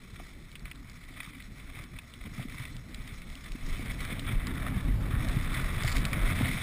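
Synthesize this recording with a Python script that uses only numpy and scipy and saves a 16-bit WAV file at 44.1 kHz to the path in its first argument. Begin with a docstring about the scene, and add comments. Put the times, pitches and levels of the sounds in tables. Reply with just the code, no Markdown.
"""A piste of packed snow: a skier glides down, then crouches and gathers speed.
Noise and crushed grains ring the housing as ski hiss, with finer spray and a hollow drone.
Ice crumbs and buckles tick as decaying noise bursts; bumps thud through the body as short ringing pushes.
Wind shakes the sealed camera housing as lumpy low noise and single eddies; an edge grates over ice once.
The recorder samples at 12 kHz and holds each sample, which mirrors the sound up into the treble."""
import sys
import numpy as np
from scipy import signal
from scipy.io import wavfile

SR = 44100
rng = np.random.default_rng(int(sys.argv[2]) if len(sys.argv) > 2 else 0)


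def field_ratio(decibels):
    """Amplitude ratio for a level in dB (20 dB per decade); scalars and array-likes work."""
    return 10 ** (np.asarray(decibels, dtype=float) / 20)


def unload_wav(signal):
    """Save mono or channel-first audio to the path in sys.argv[1] as 16-bit WAV at rate SR, clipped to [-1, 1]."""
    wavfile.write(
        sys.argv[1],
        SR,
        np.round(np.clip(np.atleast_2d(signal).T, -1, 1) * 32767).astype(np.int16),
    )


N = 291942  # samples, 6.62 s

# resonances of the housing: pitch_hz, width_hz, relative_level_db
HOUSING_MODES = [(1966, 180, 6), (2250, 240, 2.5), (2614, 64, -3), (3010, 240, -9), (3496, 278, 1),
                 (3810, 170, -3)]
# lower resonances of the housing, fed by the skier's weight: pitch_hz, width_hz, relative_level_db
LOW_HOUSING_MODES = [(1220, 340, -3), (1480, 164, -4.5), (1790, 330, -3.5)]


def rms_one(x):
    """Scale to unit power."""
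    return x / np.sqrt(np.mean(x ** 2) + 1e-20)


def in_time(rows):
    """Columns of a table as curves, one value a sample."""
    s, *columns = np.transpose(rows)
    return [np.interp(np.arange(N) / SR, s, column) for column in columns]


def drift(rate_hz):
    """Slow chance: noise at every 20th sample through a double one-pole low-pass; spread 1."""
    pole = np.exp(-40 * np.pi * rate_hz / SR)
    draws = rng.standard_normal(N // 20 + 3002)
    slow = signal.lfilter([1], [1, -2 * pole, pole * pole], draws)[3000:]  # settled part only
    return np.interp(np.arange(N) / 20, np.arange(len(slow)), rms_one(slow))


def resonate(x, hz, width_hz):
    """Two-pole resonance, gain 1 on top."""
    r = np.exp(-np.pi * abs(width_hz) / SR)
    gain = (1 - r * r) / 2
    return signal.lfilter(gain * np.array([1, 0, -1]), [1, -2 * r * np.cos(2 * np.pi * hz / SR), r * r], x)


def between(x, low_hz, high_hz):
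    """Gentle band-pass edges darken the valleys; rms 1."""
    band = signal.butter(2, [low_hz, high_hz], "band", fs=SR, output="sos")
    return rms_one(signal.sosfilt(band, x))


def through(modes, drive, patchy_db, patch_rate_hz, passes=1):
    """Parallel resonances with alternating signs, each swelling a little on its own; rms 1."""
    out = 0
    for k, (hz, width_hz, db) in enumerate(modes):
        ring = drive[k % 2]
        for _ in range(passes):
            ring = resonate(ring, hz, width_hz)
        out = out + (-1) ** k * field_ratio(db + patchy_db * drift(patch_rate_hz)) * ring
    return rms_one(out)


def crust(per_s, spread_db):
    """Snow grains crush at random moments, a few much harder than most; rms 1."""
    hardness_db = spread_db * np.minimum(rng.exponential(1, N), 4.5)
    sizes = field_ratio(hardness_db) * rng.choice([-1, 1], N)
    chance = per_s * field_ratio(4.0 * drift(15.0)) / SR
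    return rms_one(sizes * (rng.random(N) < chance))


def patches():
    """Level change in dB as the crust roughens or lets go: a quick rise, a slower fall."""
    # rougher crust (swell) or skis lifting off it (dip): centre_s, change_db, length_s
    crust_patches = [(0.043, 4.5, 0.022), (0.208, 5.5, 0.077), (0.57, 2.5, 0.022), (0.669, 7, 0.022),
                     (1.173, 3.5, .03), (1.252, 5, 0.042), (1.62, 3, 0.07), (1.777, 6.5, 0.056),
                     (1.94, 3, 0.023), (2.267, 5.5, 0.017), (2.402, 6.5, 0.071), (2.471, -7, 0.024),
                     (2.523, 4.5, .04), (2.625, 7, 0.047), (2.84, -4, 0.043), (3.07, 3.5, .07),
                     (3.458, 7, 0.027), (3.98, -5, 0.025), (4.027, 4, 0.045), (4.114, 6.5, 0.032),
                     (4.21, -2, 0.021), (4.488, 3, 0.025), (4.29, 4, 0.048), (4.62, 2, 0.023),
                     (4.772, 4, 0.04), (4.896, 0.5, 0.03), (4.98, -8, 0.038), (5.566, 6.5, 0.057),
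                     (5.703, 0, 0.069), (5.904, 2, 0.14), (6.11, -1.5, 0.032), (6.143, -0.5, 0.021),
                     (6.297, 2.5, .04), (6.417, 5.5, 0.053), (6.49, 2, 0.037)]
    t = np.arange(N) / SR
    change_db = np.zeros(N)
    for centre_s, db, length_s in crust_patches:
        side_s = length_s * np.where(t < centre_s, 0.88, 1)  # shorter on the rising side
        change_db += db * np.exp(-((t - centre_s) / side_s) ** 2)
    return change_db


def wind():
    """Lumpy low turbulence shakes the housing, growing with the airflow; rough crust shakes the shell too."""
    # airflow past the housing: time_s, flow_db, buffeting_depth_db
    airflow = [(0.0, -50.5, 0.5), (0.31, -50.5, 1), (1.46, -51, -1), (1.68, -49, 1.5), (2.14, -50.5, -1),
               (2.49, -47, 0.5), (3.02, -46, 0.5), (3.32, -49, 2), (3.54, -48.5, 3), (3.69, -39, 0),
               (4.17, -38, 0), (4.39, -34.5, -1), (5.22, -31.5, -1), (5.6, -31.5, -1), (5.84, -33, 1.5),
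               (6.36, -31, 1.5), (6.51, -31, -4), (6.62, -36.5, 0)]
    # slow buffeting: pitch_hz, width_hz, relative_level_db
    buffet_modes = [(25.9, 9.1, 9), (44.9, 5.6, 8), (62.7, 11, -4)]
    # low rumble, each resonance passed twice: pitch_hz, width_hz (one pass), relative_level_db
    rumble_modes = [(81.2, 54, 1), (126.3, 52, 0.5), (166, 31, -9)]
    # boom of the shell, each resonance passed twice: pitch_hz, width_hz (one pass), relative_level_db
    boom_modes = [(204.7, 84, -3), (257, 65.5, 0.5), (317, 125, -10.5)]

    flow_db, depth_db = in_time(airflow)
    swing_db = flow_db + 45  # around an airflow of -45 dB
    # level at that airflow, and the share of its swing that each layer follows
    deep_db = -44.5 + 0.96 * swing_db + depth_db
    rumble_db = -48 + 0.95 * swing_db
    boom_db = -53 + 0.68 * swing_db + 0.36 * patches()

    gusts_db = 1.36 * drift(10.0)
    soft = field_ratio(0.65 * gusts_db) * rng.standard_normal((2, N))
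    lumpy = field_ratio(gusts_db + 1.2 * drift(29.0)) * rng.standard_normal((2, N))
    deep = through(buffet_modes, soft, patchy_db=0.8, patch_rate_hz=2.3)
    rumble = through(rumble_modes, lumpy, patchy_db=1.5, patch_rate_hz=9.0, passes=2)
    boom = through(boom_modes, lumpy[::-1], patchy_db=4.0, patch_rate_hz=5.6, passes=2)
    return field_ratio(deep_db) * deep + field_ratio(rumble_db) * rumble + field_ratio(boom_db) * boom


def eddies():
    """Single eddies slap the housing: each presses and sucks for a cycle or two."""
    # centre_s, envelope_peak_db, pitch_hz
    slaps = [(0.199, -45, 31), (0.646, -36, 36.4), (0.797, -48, 38), (1.461, -45, 30.2),
             (1.806, -37.5, 115), (1.97, -39.5, 39.8), (2.223, -35.5, 40), (2.49, -38, 38),
             (3.014, -36.5, 29), (3.13, -34.5, 112), (3.307, -34, 35.8), (3.521, -28.5, 31),
             (3.653, -26, 23.6), (3.728, -25, 22.9), (4.333, -24.5, 102), (4.375, -19.5, 31.2),
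             (4.611, -26.5, 110), (4.886, -26, 127), (4.77, -24, 50), (4.859, -24, 40.2),
             (4.916, -21.5, 37.4), (4.951, -22, 45), (5.141, -20.5, 109), (5.179, -20, 42.7),
             (5.209, -23, 104), (5.298, -24.5, 36), (5.369, -23.5, 133), (5.652, -24, 34.3),
             (6.004, -20, 30.6), (6.256, -22, 31.3), (6.318, -22, 134)]
    out, t = np.zeros(N), np.arange(N) / SR
    for (centre_s, db, hz), turn in zip(slaps, rng.random(len(slaps))):
        first = max(round((centre_s - 3 / hz) * SR), 0)
        near = slice(first, round((centre_s + 3 / hz) * SR))
        cycles = (t[near] - centre_s) * hz
        swell = np.exp(-(cycles / 0.67) ** 2)
        out[near] += field_ratio(db) * swell * np.cos(2 * np.pi * (cycles + turn))
    return out


def grate():
    """An edge grates over ice: sparse hard chips and bright grit, silent before and after."""
    start_s, rise_s, end_s, fall_s, level_db = 5.82, 0.04, 5.95, 0.086, -43.5
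    t = np.arange(N) / SR
    level = np.clip((t - start_s) / rise_s, 0, 1) * np.clip(1 - (t - end_s) / fall_s, 0, 1)
    chips = crust(per_s=560.0, spread_db=2.5)
    grit = between(chips + field_ratio(-10) * rng.standard_normal(N), 3700, 7500)
    return field_ratio(level_db) * level * grit / np.std(grit[level > 0])


def thuds():
    """A bump is a soft push that rings two or three cycles, with a short hollow knock on top."""
    # bumps through the body: start_s, push_db, push_pitch_hz, knock_db, knock_pitch_hz (before the envelopes)
    bumps = [(0.178, -40, 231, -55, 463), (0.199, -39, 233, -34, 710), (1.274, -37.5, 157, -37, 1190),
             (1.768, -34, 122, -43, 754), (2.252, -34.5, 207, -45, 960), (2.269, -41, 155, -38, 450),
             (2.315, -34.5, 147, -64, 452), (2.38, -28, 175, -36, 1230), (2.394, -26, 134, -32, 690),
             (2.452, -26.5, 232, -62, 590), (2.543, -36, 148, -41, 1060), (2.599, -28, 117, -42, 980),
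             (2.893, -34, 249, -43, 592), (3.551, -29, 257, -56, 496), (3.793, -27.5, 270, -38, 630),
             (4.124, -25.5, 180, -48, 1220), (4.476, -28, 124, -50, 1220), (5.844, -16, 118, -24, 680),
             (6.169, -21, 181, -38.5, 1260), (6.409, -16, 236, -25.5, 710), (6.427, -17, 120, -39, 557)]
    out, t = np.zeros(N + SR), np.arange(round(0.06 * SR)) / SR
    for start_s, push_db, hz, knock_db, knock_hz in bumps:
        push = t * hz * np.exp(1 - t * hz / 0.68) * np.sin(2 * np.pi * hz * t)
        knock = t / 0.0029 * np.exp(1 - t / 0.0014) * np.sin(2 * np.pi * knock_hz * t)
        out[round(start_s * SR):][:len(t)] += field_ratio(push_db) * push + field_ratio(knock_db) * knock
    return out[:N]


def ticks():
    """A dry snap and a few milliseconds of rattle: its own pitch, the ringing housing, and a broad bright edge."""
    # ice crumbs and buckles: start_s, peak_db, pitch_hz, sharpness_db (bright edge), decay_s
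    clicks = [(0.1585, -40.5, 2100, -30, 0.006), (0.5162, -40, 2260, -4, 0.0045),
              (0.5541, -33.5, 2740, -24, 0.0047), (0.5944, -43, 2110, -10, 0.0045),
              (0.6539, -36.5, 2210, -27, 0.0051), (0.7133, -31.5, 2460, -31, 0.0038),
              (0.757, -42, 2110, -15, 0.0045), (0.897, -40, 1990, -12, 0.0045),
              (1.2027, -25.5, 2100, -32, 0.004), (1.2311, -33.5, 2090, -29, 0.0041),
              (1.2435, -37, 2090, -21, 0.0045), (1.4017, -36.5, 2250, -32, 0.0038),
              (1.4234, -41, 2200, -13, 0.0051), (1.5928, -49, 2230, -26, 0.0045),
              (1.7888, -38, 2240, -26, 0.0041), (1.8387, -37, 2260, -6, 0.005),
              (1.9869, -32, 2280, -27, 0.0041), (2.1375, -37.5, 3300, -28, 0.0041),
              (2.4967, -41, 2220, -24, 0.0045), (2.597, -35, 2020, -16, 0.0051),
              (2.6524, -31.5, 2240, -29.5, 0.0035), (2.7661, -36, 2000, -8, 0.0045),
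              (2.9447, -30, 2310, -6, 0.0056), (3.0754, -35, 2190, -18, 0.0051),
              (3.2181, -40, 2290, -26, 0.0045), (3.2999, -38, 2240, -27, 0.0041),
              (3.3533, -33.5, 2150, 3, 0.0045), (3.5194, -31.5, 2070, 4, 0.0063),
              (3.6874, -39, 2300, -9, 0.0045), (3.9175, -36, 1950, -22, 0.0038),
              (4.0053, -31, 3810, -12, 0.0045), (4.0502, -28.5, 2100, -25, 0.0045),
              (4.1155, -34, 2340, -29, 0.0045), (4.1944, -27.5, 3480, -23, 0.0052),
              (4.2652, -33.5, 2100, -24, 0.0049), (4.4692, -27.5, 2110, -6, 0.0038),
              (5.2859, -27, 2300, -13, 0.004), (5.5428, -25, 1730, -29, 0.0052),
              (5.814, -31, 2270, -11, 0.0045), (5.8351, -24, 1600, -4, 0.0051),
              (5.8484, -26.5, 1760, -24, 0.0053), (5.872, -28, 1900, -20, 0.0045),
              (5.8774, -22, 2190, -20.5, 0.0058), (5.9014, -30, 2340, -14, 0.0045),
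              (5.917, -26, 2050, -15, 0.0045), (5.925, -26, 2200, -9, 0.0049),
              (5.9678, -21, 2290, -17, 0.0045), (5.9814, -25, 2290, -8, 0.005),
              (6.0521, -18.5, 1900, -7, 0.0045), (6.131, -20.5, 2150, -27, 0.0038),
              (6.1414, -32, 1960, -37, 0.004), (6.4712, -31, 2280, -15, 0.0045)]
    out, t = np.zeros(N + SR), np.arange(round(0.054 * SR)) / SR
    noise = rng.standard_normal((len(clicks), 2, len(t)))
    noise[:, :, 0] += 5  # the snap
    for (start_s, peak_db, hz, sharp_db, decay_s), rattle in zip(clicks, noise):
        burst, shake = rattle * np.exp(-t / decay_s)
        own = between(burst, 0.85 * hz, 1.17 * hz)
        shell = 0
        for k, (mode_hz, width_hz, db) in enumerate(LOW_HOUSING_MODES + HOUSING_MODES):
            shell = shell + (-1) ** k * field_ratio(db) * resonate(shake, mode_hz, width_hz)
        edge = between(burst * np.exp(-t / 0.0043), 2160, 5160)  # the bright edge dies first
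        body = own + field_ratio(-2.5) * rms_one(shell)
        tick = body / np.abs(body).max() + field_ratio(sharp_db) * edge
        out[round(start_s * SR):][:len(t)] += field_ratio(peak_db) * tick / np.abs(tick).max()
    return out[:N]


def skis():
    """Sliding hiss plus crushed grains, chattering with the ripples of the piste; the spray is finer and steadier."""
    # skis on snow: time_s, crust_hiss_db (before patches), weight_db (low part over hiss), looseness_db (spray)
    glide = [(0.0, -59, -4, 3.5), (0.4, -60, -5.5, 3), (0.8, -60, -1, 2.5), (1.1, -54, -7.5, 2),
             (1.5, -58.5, -4, 2.5), (2.2, -57, -5, 2), (2.5, -53.5, -6.5, 2.5), (2.85, -55, -4, 2.5),
             (3.1, -54, -5, 2), (3.5, -54.5, -5.5, 5), (3.75, -46, -5.5, 2.5), (4.15, -47.5, -5.5, -2.5),
             (4.7, -48.5, 2.5, -0.5), (4.82, -53, 1, 0), (5.17, -49.5, 2, -4), (5.23, -44.5, -2, 0),
             (5.5, -45, -0.5, 2), (6.2, -43, 0.5, -0.5), (6.62, -39, -7.5, 3)]
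    # spray: pitch_hz, width_hz, relative_level_db
    spray_modes = [(4120, 200, 5), (4880, 480, 0), (5560, 420, 6)]
    # drone, each resonance passed twice: pitch_hz, width_hz (one pass), relative_level_db
    drone_modes = [(500, 420, 0.5), (640, 280, 11)]

    t = np.arange(N) / SR
    hiss_db, weight_db, loose_db = in_time(glide)
    patch_db = patches()
    swing_db = hiss_db + 52  # around a hiss of -52 dB
    crouch = 0.5 + 0.5 * np.tanh((t - 3.83) / 0.21)  # 0 upright, 1 crouched
    # level at that hiss, then the shares of its swing and of the patches
    spray_db = -61.5 + 0.73 * swing_db + 0.31 * patch_db + loose_db + 0.62 * drift(3.5)
    drone_db = -67.5 + 0.79 * swing_db + 0.6 * patch_db + 6.5 * crouch

    chatter_db = 0.75 * drift(57.0) + 2.0 * drift(68.0) + 0.53 * drift(16.0)
    fine_db = 0.69 * chatter_db + 1.45 * drift(44.0)
    grains = crust(per_s=900.0, spread_db=4.0)
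    drive = field_ratio(chatter_db) * (rng.standard_normal((2, N)) + field_ratio(0.24) * grains)
    fine = field_ratio(fine_db) * (rng.standard_normal((2, N)) + field_ratio(-17) * grains)

    hiss = between(through(HOUSING_MODES, drive, patchy_db=1.0, patch_rate_hz=10.6), 1836, 3500)
    low = between(through(LOW_HOUSING_MODES, drive[::-1], patchy_db=1.0, patch_rate_hz=18.0), 946, 2070)
    spray = through(spray_modes, fine, patchy_db=-1.8, patch_rate_hz=13.0)
    drone = through(drone_modes, drive, patchy_db=4.5, patch_rate_hz=5.5, passes=2)
    sliding = field_ratio(hiss_db + patch_db) * (hiss + field_ratio(weight_db) * low)
    return sliding + field_ratio(spray_db) * spray + field_ratio(drone_db) * drone


def scene():
    """All sources reach one microphone."""
    return (wind() + eddies() + grate() + thuds() + ticks() + skis())[None]


def top_cut(x):
    """Nothing passes above the cut-off."""
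    return signal.sosfilt(signal.butter(12, 15350, fs=SR, output="sos"), x)


def record(dry):
    """Low-pass, sample at 12 kHz, hold each sample four times at 48 kHz, convert back, trim the top."""
    smooth = signal.sosfilt(signal.butter(14, 5650, fs=SR, output="sos"), dry)
    coarse = signal.resample_poly(smooth, 40, 147, axis=1)  # 44.1 to 12 kHz
    stairs = np.repeat(coarse, 4, axis=1)
    held = signal.resample_poly(stairs, 147, 160, axis=1)[:, :N]  # 48 to 44.1 kHz
    trimmed = signal.sosfilt(signal.cheby1(10, 0.5, 15250, fs=SR, output="sos"), held)
    return top_cut(trimmed)


dry = scene()
out = record(dry)
unload_wav(out)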